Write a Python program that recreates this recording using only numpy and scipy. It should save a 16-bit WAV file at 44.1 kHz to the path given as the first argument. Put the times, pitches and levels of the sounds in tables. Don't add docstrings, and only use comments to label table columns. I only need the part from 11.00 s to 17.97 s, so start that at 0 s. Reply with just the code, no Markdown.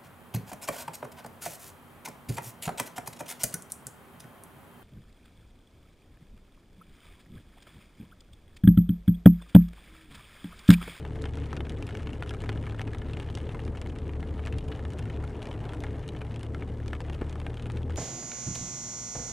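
import sys
import numpy as np
from scipy import signal
from scipy.fft import rfft, irfft, next_fast_len
from scipy.io import wavfile
from scipy.ndimage import uniform_filter1d

SR = 44100
rng = np.random.default_rng(int(sys.argv[2]) if len(sys.argv) > 2 else 0)


def unload_audio(sound):
    columns = np.transpose(np.atleast_2d(sound))
    steps = np.round(np.clip(columns, -1, 1) * 32767)
    wavfile.write(sys.argv[1], SR, steps.astype(np.int16))


N = 307377

# frequency_hz, relative_db
WIND_SPECTRUM = [(20, -17), (28, -9), (38, -4.5), (50, -8.5), (72, -0.5), (90, -1.5), (125, -4.5),
                 (190, -15), (250, -15)]
TYRE_SPECTRUM = [(150, -6), (194, -7.5), (269, -2), (366, -6.5), (437, -6.5), (520, -11.5), (700, -36.5)]
TRAFFIC_SPECTRUM = [(480, -3.5), (600, 2), (800, -2.5), (1000, -7.5), (1400, -14.5)]
SPRAY_SPECTRUM = [(900, 9.5), (1300, -2.5), (1800, -19), (2700, -22), (3500, -11.5), (4800, -18),
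                  (9400, -19), (12200, -26), (13000, -40)]
SPLASH_SPECTRUM = [(4000, 18), (5500, 13), (7000, 10.5), (9000, 9), (11000, 1), (13000, -10)]
HISS_SPECTRUM = [(2500, 0), (6000, 2), (12600, 0.17)]
# time_s, level_db
WIND_LEVEL = [(0, -40), (2.8, -39), (3.5, -36), (4.2, -38), (5, -40.5), (6.97, -40)]
TRAFFIC_LEVEL = [(0, -55.5), (1.3, -56.5), (3.6, -53.5), (4.1, -53), (4.5, -48.5), (5.2, -54), (6.0, -56.5),
                 (6.5, -52), (6.97, -57.5)]
# time_s, rotation_hz
CRANK_SPEED = [(0, 36.5), (.4, 36.8), (.8, 35.7), (1.4, 35.3), (1.9, 36.1), (2.5, 37.1), (2.9, 36.3),
               (3.5, 36.7), (4.0, 36.4), (4.5, 35.4), (5.1, 36.2), (5.7, 37.5), (6.1, 37.2), (6.5, 38.5),
               (6.97, 40)]
ENGINE_ORDERS = [1, 2, 3, 4, 12]
ORDER_SURGE = [1.0, 1.2, 1.5, 3.0, 2.5]
# time_s, second_db, third_db, whine_db
ORDER_LEVELS = [(0.05, -35, -46, -50.5), (0.28, -37.5, -47, -47), (0.58, -40, -40, -49),
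                (0.74, -36, -50, -49), (0.82, -49, -43, -50.5), (1.1, -38, -49.5, -53.5),
                (1.37, -44, -35, -52), (2.5, -39, -43.5, -55.5), (2.58, -40, -53, -56.5),
                (2.64, -38, -42, -49), (2.68, -41, -59, -54.5), (3.54, -32.5, -43, -49.5),
                (3.77, -50.5, -48.5, -53.5), (3.86, -33.5, -45, -48.5), (4.07, -56, -37, -54.5),
                (4.19, -35, -44, -52), (4.48, -43, -46, -55.5), (4.84, -43.5, -38, -49),
                (5.19, -42.5, -43, -56), (5.84, -38, -39, -55), (6.12, -37, -48, -58),
                (6.45, -36, -41.5, -53), (6.56, -46, -41, -59), (6.93, -30, -41, -53)]
# frequency_hz, relative_db, t60_s
SHELL_MODES = [(517, 5, 0.032), (627, -7.5, 0.029), (741, -11, 0.07), (791, 11.5, 0.022), (902, 6, 0.021),
               (1010, 4, 0.034), (1206, -1, 0.072), (1291, 7, 0.034), (1467, 1.5, 0.055),
               (1666, 2.5, 0.053), (1744, 13, 0.015), (1970, -4, 0.037), (2135, 2, 0.05), (2202, 5, 0.027),
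               (2473, -1, 0.03), (2650, -3.5, 0.015), (2883, 2.5, 0.026), (3031, -3, 0.017),
               (3210, -2.5, 0.026), (3444, 1.5, 0.013), (3747, -8, 0.03), (4060, -9.5, 0.02),
               (4200, -14, 0.012)]
# start_s, peak_db, pitch_hz, swell_s
SHELL_KNOCKS = [(.527, -47, 296, 0.0018), (1.136, -25.5, 280, 0.00091), (1.493, -25.5, 343, 0.0013),
                (1.557, -26, 239, 0.0013), (4.146, -30.5, 431, 0.0014), (5.927, -42, 231, 0.0028),
                (6.21, -33, 232, 0.0016), (6.2168, -45, 326, 0.0034), (6.2191, -19.5, 346.2, 0.0011)]
# time_s, gain_db
RAIN_GAIN = [(0, 1.5), (1.3, 1), (2.4, 1), (3.2, 0), (4.5, 2), (5.6, -0.5), (6.97, 0)]
# start_s, ring_hz, lower_peak_db, upper_peak_db, splash_peak_db
LARGE_DROPS = [(0.0503, 1830, -32.5, -43, -55), (0.1566, 1460, -36.5, -45, -49),
               (0.2206, 3730, -48, -52, -37), (0.24, 2970, -30, -38, -50), (0.2548, 2130, -30.5, -37, -42),
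               (0.3357, 1800, -40, -46, -45), (0.3543, 3500, -46, -44, -45),
               (0.3714, 2910, -35, -43, -43.5), (0.385, 2530, -40, -47, -60), (0.4065, 2660, -42, -46, -60),
               (0.4204, 1740, -38, -46, -56), (0.439, 2820, -43, -43, -50), (0.4582, 2270, -40, -44, -48),
               (0.5295, 1240, -26.5, -37, -38), (0.5661, 3220, -38, -38, -36.5),
               (0.5715, 1790, -33, -37, -50), (0.6055, 2970, -27.5, -33.5, -50),
               (0.6514, 2420, -40, -43, -54), (0.6683, 1560, -36, -52, -55),
               (0.6949, 3680, -42, -35, -37.5), (0.703, 2930, -35.5, -44, -51),
               (0.7208, 2420, -41, -45, -46), (0.7714, 3410, -50, -44, -57), (0.7871, 1730, -45, -56, -52),
               (0.8246, 2520, -33.5, -33.5, -38.5), (0.8677, 3320, -49, -42, -42),
               (0.8769, 1750, -39, -42, -56), (0.8902, 2710, -33, -36.5, -48),
               (0.8977, 1240, -52, -54, -48), (0.9072, 2190, -36, -43, -50),
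               (0.9509, 2140, -31, -38, -40.5), (0.9712, 2880, -35, -36, -43),
               (0.9974, 1740, -38, -45, -51), (1.005, 1400, -39, -50, -53), (1.0215, 2740, -52, -45, -54),
               (1.0712, 2880, -34, -37, -43), (1.0918, 2870, -40, -41, -53), (1.1036, 3460, -47, -45, -51),
               (1.1311, 3090, -44, -36.5, -47), (1.224, 1730, -25, -34.5, -44),
               (1.2338, 1390, -40, -42, -51), (1.261, 3190, -39, -45, -55),
               (1.293, 3480, -44, -32.5, -35.5), (1.307, 2520, -33, -36.5, -41),
               (1.3381, 1180, -35, -42, -42), (1.3461, 2090, -31, -43, -47), (1.404, 1910, -44, -41, -44),
               (1.4192, 1540, -39, -44, -41), (1.4385, 1590, -30, -45, -45), (1.445, 1500, -44, -43, -52),
               (1.4592, 1390, -40, -48, -51), (1.4917, 1610, -23, -31, -34.5), (1.498, 1260, -37, -39, -45),
               (1.519, 1520, -38, -45, -52), (1.5274, 2590, -43, -42, -45), (1.5577, 1990, -37, -53, -53),
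               (1.5747, 3100, -39, -39, -51), (1.6376, 1370, -35.5, -48, -54),
               (1.666, 3180, -35, -40.5, -49), (1.6733, 1650, -33, -47, -54), (1.6966, 2930, -39, -41, -49),
               (1.709, 2940, -44, -43, -52), (1.722, 1450, -37, -44, -57), (1.7455, 1310, -36.5, -48, -57),
               (1.7941, 1720, -25, -35, -48), (1.8076, 1110, -29, -41, -54),
               (1.8152, 2000, -28.5, -31.5, -36.5), (1.8757, 2550, -36.5, -39.5, -50),
               (1.933, 1600, -36, -48, -45), (1.947, 2040, -30.5, -40, -50), (1.9837, 4200, -50, -46, -44),
               (2.0182, 1680, -30.5, -40, -60), (2.0963, 1530, -39, -46, -61),
               (2.1339, 2990, -39, -34, -41), (2.1705, 2500, -30, -37, -48),
               (2.1986, 2880, -33.5, -36, -44), (2.227, 2570, -40, -44, -51), (2.2878, 1690, -36, -42, -60),
               (2.3005, 2640, -36, -40, -51), (2.3514, 3440, -41, -34, -33.5),
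               (2.3735, 2550, -33, -35.5, -41), (2.3847, 3370, -45, -47, -46), (2.402, 3080, -45, -42, -52),
               (2.4136, 2560, -44, -50, -50), (2.4911, 2190, -32.5, -39, -47),
               (2.5463, 2110, -34, -44, -51), (2.593, 2950, -34.5, -40.5, -51),
               (2.6506, 3810, -47, -46, -43), (2.6786, 2050, -38.5, -46, -58),
               (2.7495, 1250, -38, -58, -65), (2.7716, 1390, -40, -41.5, -47),
               (2.8149, 2360, -36, -37, -37.5), (2.8203, 1650, -34.5, -47, -67),
               (2.8608, 1960, -36, -44, -56), (2.8717, 2150, -41, -46, -46), (2.8987, 2680, -42, -44, -48),
               (2.9605, 2390, -40, -44, -52), (2.9862, 4160, -40, -41, -43), (3.0932, 3190, -36, -37, -62),
               (3.1345, 2430, -37.5, -45, -55), (3.2049, 3090, -52, -47, -52),
               (3.2276, 1730, -33.5, -45, -56), (3.3936, 1110, -33, -44, -55),
               (3.4379, 2860, -43, -46, -56), (3.452, 2900, -49, -40, -46), (3.4609, 1610, -38, -47, -39),
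               (3.4716, 3260, -30.5, -33.5, -38), (3.4799, 1730, -32, -46, -52),
               (3.5251, 2900, -39, -35, -43), (3.5393, 1860, -38.5, -47, -56),
               (3.584, 3580, -40, -36.5, -36.5), (3.6847, 3530, -54, -39, -45),
               (3.7169, 1840, -34, -39, -48), (3.7225, 1250, -35, -36.5, -63),
               (3.7508, 3200, -39, -43, -51), (3.7932, 1650, -32, -49, -52),
               (3.851, 1640, -34.5, -38.5, -46), (3.9035, 1550, -42, -46, -48),
               (3.9339, 3340, -51, -43, -44), (3.986, 1660, -43, -43, -43),
               (3.9913, 2830, -36.5, -37, -39.5), (3.9968, 3030, -44, -48, -50),
               (4.025, 2870, -48, -44, -50), (4.0551, 2250, -40, -42, -47), (4.0992, 2270, -34.5, -41, -46),
               (4.239, 1310, -33.5, -54, -45), (4.4199, 3400, -39, -39, -46), (4.4277, 3590, -46, -37, -42),
               (4.455, 3400, -37, -39, -44), (4.47, 1670, -38, -45, -43.5), (4.512, 3160, -36, -38.5, -53),
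               (4.6413, 2810, -40, -47, -56), (4.6523, 2050, -40, -44, -48),
               (4.6914, 3250, -38, -41, -45.5), (4.7237, 1110, -38, -46, -56),
               (4.7339, 1110, -35, -43, -44), (4.8042, 3540, -49, -45, -42),
               (4.8375, 1400, -28.5, -41, -43), (4.8423, 1690, -36, -59, -57), (4.866, 1780, -41, -42, -56),
               (5.0785, 3170, -44, -44, -38.5), (5.0888, 3470, -46, -33.5, -41),
               (5.1494, 1810, -37, -50, -60), (5.169, 2890, -39, -47, -56), (5.216, 2880, -32, -35, -45.5),
               (5.3423, 2930, -43, -40, -51), (5.3607, 2910, -41, -40, -42),
               (5.3933, 3200, -53.5, -47, -47), (5.4312, 3380, -39, -39, -37.5),
               (5.5458, 1290, -28.5, -41, -44), (5.6229, 2060, -30, -45, -63),
               (5.8009, 1743, -39.5, -52, -55), (5.8604, 2530, -39.5, -47, -49),
               (5.8797, 3382, -39, -38, -38), (5.9314, 1320, -23, -36, -49), (5.9517, 1320, -40, -47, -57),
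               (6.0043, 1750, -33, -38, -43), (6.015, 3030, -40, -44, -46), (6.0981, 1720, -33, -37.5, -42),
               (6.1303, 3210, -43, -39, -48), (6.1427, 3000, -41, -39, -53), (6.148, 3690, -44, -43, -45),
               (6.213, 3250, -34, -46, -47), (6.2167, 1150, -34, -43, -61), (6.2273, 1510, -37, -61, -63),
               (6.295, 2540, -55, -42.5, -43), (6.327, 3260, -39, -45, -42), (6.3552, 1250, -36, -47, -54),
               (6.4001, 2620, -39, -40, -42), (6.4157, 1970, -39, -42, -52), (6.465, 1590, -29.5, -34, -42),
               (6.5422, 3180, -41, -41, -49), (6.5715, 2090, -37.5, -37, -50),
               (6.5962, 3410, -39, -41, -50), (6.6232, 3570, -39, -45, -41.5),
               (6.6576, 1670, -39, -37, -46), (6.6659, 3220, -52, -42, -49),
               (6.6996, 2520, -33.5, -35.5, -44), (6.7186, 3900, -54, -48, -41.5),
               (6.7601, 4035, -43, -49, -52), (6.771, 3600, -41, -37, -44), (6.8301, 3180, -51, -41, -53),
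               (6.8968, 2050, -36, -45, -53), (6.9045, 1250, -37, -51, -48), (6.959, 3670, -45, -38.5, -35)]

BODY_BELOW_HZ, UPPER_FROM_HZ = 950, 2400
IMPACT_BOOST, IMPACT_S = 0.65, 0.0012


def from_db(db):
    return 10 ** (np.asarray(db) / 20)


def rms_one(x):
    return x / np.sqrt(np.mean(x ** 2) + 1e-20)


def peak_one(sounds):
    return sounds / np.abs(sounds).max(axis=1, keepdims=True)


def in_time(rows):
    time_s, *columns = np.transpose(rows)
    return [np.interp(np.arange(N) / SR, time_s, column) for column in columns]


def colour(x, spectrum):
    hz = np.maximum(np.fft.rfftfreq(x.shape[-1], 1 / SR), 1)
    knot_hz, db = np.transpose(spectrum)
    octaves_out = np.maximum(np.log2(knot_hz[0] / hz), 0) + np.maximum(np.log2(hz / knot_hz[-1]), 0)
    gain_db = np.interp(np.log(hz), np.log(knot_hz), db) - 16.7 * octaves_out
    return irfft(rfft(x) * from_db(gain_db), x.shape[-1])


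def drift(rate_hz):
    step = 40
    pole = np.exp(-2 * np.pi * rate_hz * step / SR)
    white = rng.standard_normal(N // step + 2002)
    slow = signal.lfilter([1], [1, -2 * pole, pole * pole], white)[2000:]
    return np.interp(np.arange(N) / step, np.arange(len(slow)), rms_one(slow))


def rush(spectrum, flicker_db, rate_hz):
    white = rng.standard_normal(next_fast_len(N))
    return rms_one(colour(white, spectrum)[:N] * from_db(flicker_db * drift(rate_hz)))


def place(start_s, sounds):
    at = (np.asarray(start_s) * SR).astype(int)[:, None] + np.arange(sounds.shape[1])
    return np.bincount(at.ravel(), sounds.ravel(), N + sounds.shape[1])[:N]


def faint_stereo_hiss():
    return from_db(-83.5) * rush(HISS_SPECTRUM, flicker_db=3.0, rate_hz=25.0) * [[1], [-1]]


def wind():
    return from_db(*in_time(WIND_LEVEL)) * rush(WIND_SPECTRUM, flicker_db=1.2, rate_hz=5.0)


def tyre_roar():
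    return from_db(-43.5) * rush(TYRE_SPECTRUM, flicker_db=2.0, rate_hz=10.4)


def traffic():
    return from_db(*in_time(TRAFFIC_LEVEL)) * rush(TRAFFIC_SPECTRUM, flicker_db=1.5, rate_hz=22.0)


def spray():
    return from_db(-63.5) * rush(SPRAY_SPECTRUM, flicker_db=1.5, rate_hz=70.0)


def engine(waver=0.008, rough_db=0.8, first_db=-46, fourth_db=-49.5):
    rotation_hz, = in_time(CRANK_SPEED)
    second_db, third_db, whine_db = in_time(ORDER_LEVELS)
    levels_db = first_db, second_db, third_db, fourth_db, whine_db
    turns = np.cumsum(rotation_hz * (1 + waver * drift(5.56))) / SR
    hum = np.zeros(N)
    for order, level_db, surge_db in zip(ENGINE_ORDERS, levels_db, ORDER_SURGE):
        rms = from_db(level_db + surge_db * drift(2.42) + rough_db * drift(24.0))
        hum += np.sqrt(2) * rms * np.sin(2 * np.pi * (order * turns + rng.random()))
    return hum


def knocks():
    start_s, peak_db, pitch_hz, swell_s = np.array(SHELL_KNOCKS).T[:, :, None]
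    t = np.arange(2048) / SR
    swell = t / swell_s * np.exp(1 - t / swell_s)
    return place(start_s[:, 0], from_db(peak_db) * swell * np.sin(2 * np.pi * pitch_hz * t))


def shell_rings(modes, ring_hz, detune, rough):
    t = np.arange(1536) / SR
    hz, level_db, t60_s = modes.T[:, :, None]
    attack = np.clip(t / 0.0006, 0, 1)
    fade = from_db(level_db - 60 * t / t60_s) * attack * (1 + IMPACT_BOOST * np.exp(-t / IMPACT_S))
    near_db = -np.minimum(20 * np.abs(np.log2(hz.T / ring_hz[:, None])), 5)
    strength = from_db(near_db + 3.07 * rng.standard_normal(near_db.shape))
    start_phase = 2 * np.pi * rng.random(near_db.shape)
    weight = np.hstack([strength * np.cos(start_phase), strength * np.sin(start_phase)])
    rings = np.zeros((len(ring_hz), len(t)))
    for film in range(12):
        phase = 2 * np.pi * hz * (1 + detune * rng.standard_normal(hz.shape)) * t
        rings[film::12] = weight[film::12] @ np.vstack([fade * np.sin(phase), fade * np.cos(phase)])
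    flutter = uniform_filter1d(rng.standard_normal(rings.shape), size=49, axis=1) * 7
    return peak_one(rings * (1 + rough * flutter))


def splashes(count):
    t = np.arange(-64, 704) / SR
    fade = (from_db(-60 * t / 0.006) + from_db(-16 - 60 * t / 0.042)) * np.clip(t / 0.00024, 0, 1)
    burst = colour(rng.standard_normal((count, len(t))) * fade, SPLASH_SPECTRUM)
    hz = np.maximum(np.fft.rfftfreq(len(t), 1 / SR), 1)
    centre_hz = 5000 * 2 ** (1.2 * rng.random((count, 1)))
    burst = irfft(rfft(burst) * from_db(-5.0 * np.abs(np.log2(hz / centre_hz))), len(t))
    return peak_one(burst[:, 56:])


def drops(start_s, ring_hz, lower_db, upper_db, splash_db, body_gain_db=-9):
    modes = np.array(SHELL_MODES)
    is_upper, is_deep = modes[:, 0] > UPPER_FROM_HZ, modes[:, 0] < BODY_BELOW_HZ
    lower = shell_rings(modes[~is_upper], ring_hz, detune=0.053, rough=0.37) * from_db(lower_db)[:, None]
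    upper = shell_rings(modes[is_upper], ring_hz, detune=0.036, rough=0.39) * from_db(upper_db)[:, None]
    body = shell_rings(modes[is_deep], ring_hz, detune=0.1, rough=0.5)
    body *= from_db(lower_db + body_gain_db)[:, None]
    splash = splashes(len(start_s)) * from_db(splash_db)[:, None]
    lean_left = 0.16 * rng.standard_normal((len(start_s), 1)) - 0.04
    centre = place(start_s, body + lower + upper) + place(start_s, splash)
    return centre + place(start_s, lean_left * splash) * [[1], [-1]]


def fine_rain(drops_per_s=300, level_db=-58.5):
    when, size, spot, upper, wet = rng.random((int(drops_per_s * N / SR), 5)).T
    ring_hz = 800 * 2 ** (1.7 * spot)
    size_db = np.minimum(-3.0 * np.log(1 - size), 8)
    patter = drops(when * N / SR, ring_hz, size_db, size_db - 15 + 12 * upper, size_db - 18.5 + 14 * wet)
    return from_db(level_db) * rms_one(patter)


def middling_drops(drops_per_s=40, top_db=-44, range_db=10.5):
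    when, size, spot, lower, upper, wet = rng.random((int(drops_per_s * N / SR), 6)).T
    ring_hz = 1000 * 2 ** (1.5 * spot)
    size_db = top_db - range_db * size
    lower_db = size_db - 2.8 * lower ** 2
    upper_db = size_db - 2 + 3.0 * (upper - 0.5)
    splash_db = size_db - 12 + 17.0 * (wet - 0.5)
    return drops(when * N / SR, ring_hz, lower_db, upper_db, splash_db)


def large_drops():
    return drops(*np.array(LARGE_DROPS).T)


def scene():
    ride = wind() + tyre_roar() + traffic() + spray() + engine()
    rain = large_drops() + from_db(*in_time(RAIN_GAIN)) * (middling_drops() + fine_rain())
    balance = from_db([[0.75], [-0.75]])
    return (ride + rain + knocks()) * balance + faint_stereo_hiss()


def record(dry, stopband_hz=13857):
    return signal.sosfilt(signal.cheby2(14, 70, stopband_hz, fs=SR, output="sos"), dry)


dry = scene()
out = record(dry)
unload_audio(out)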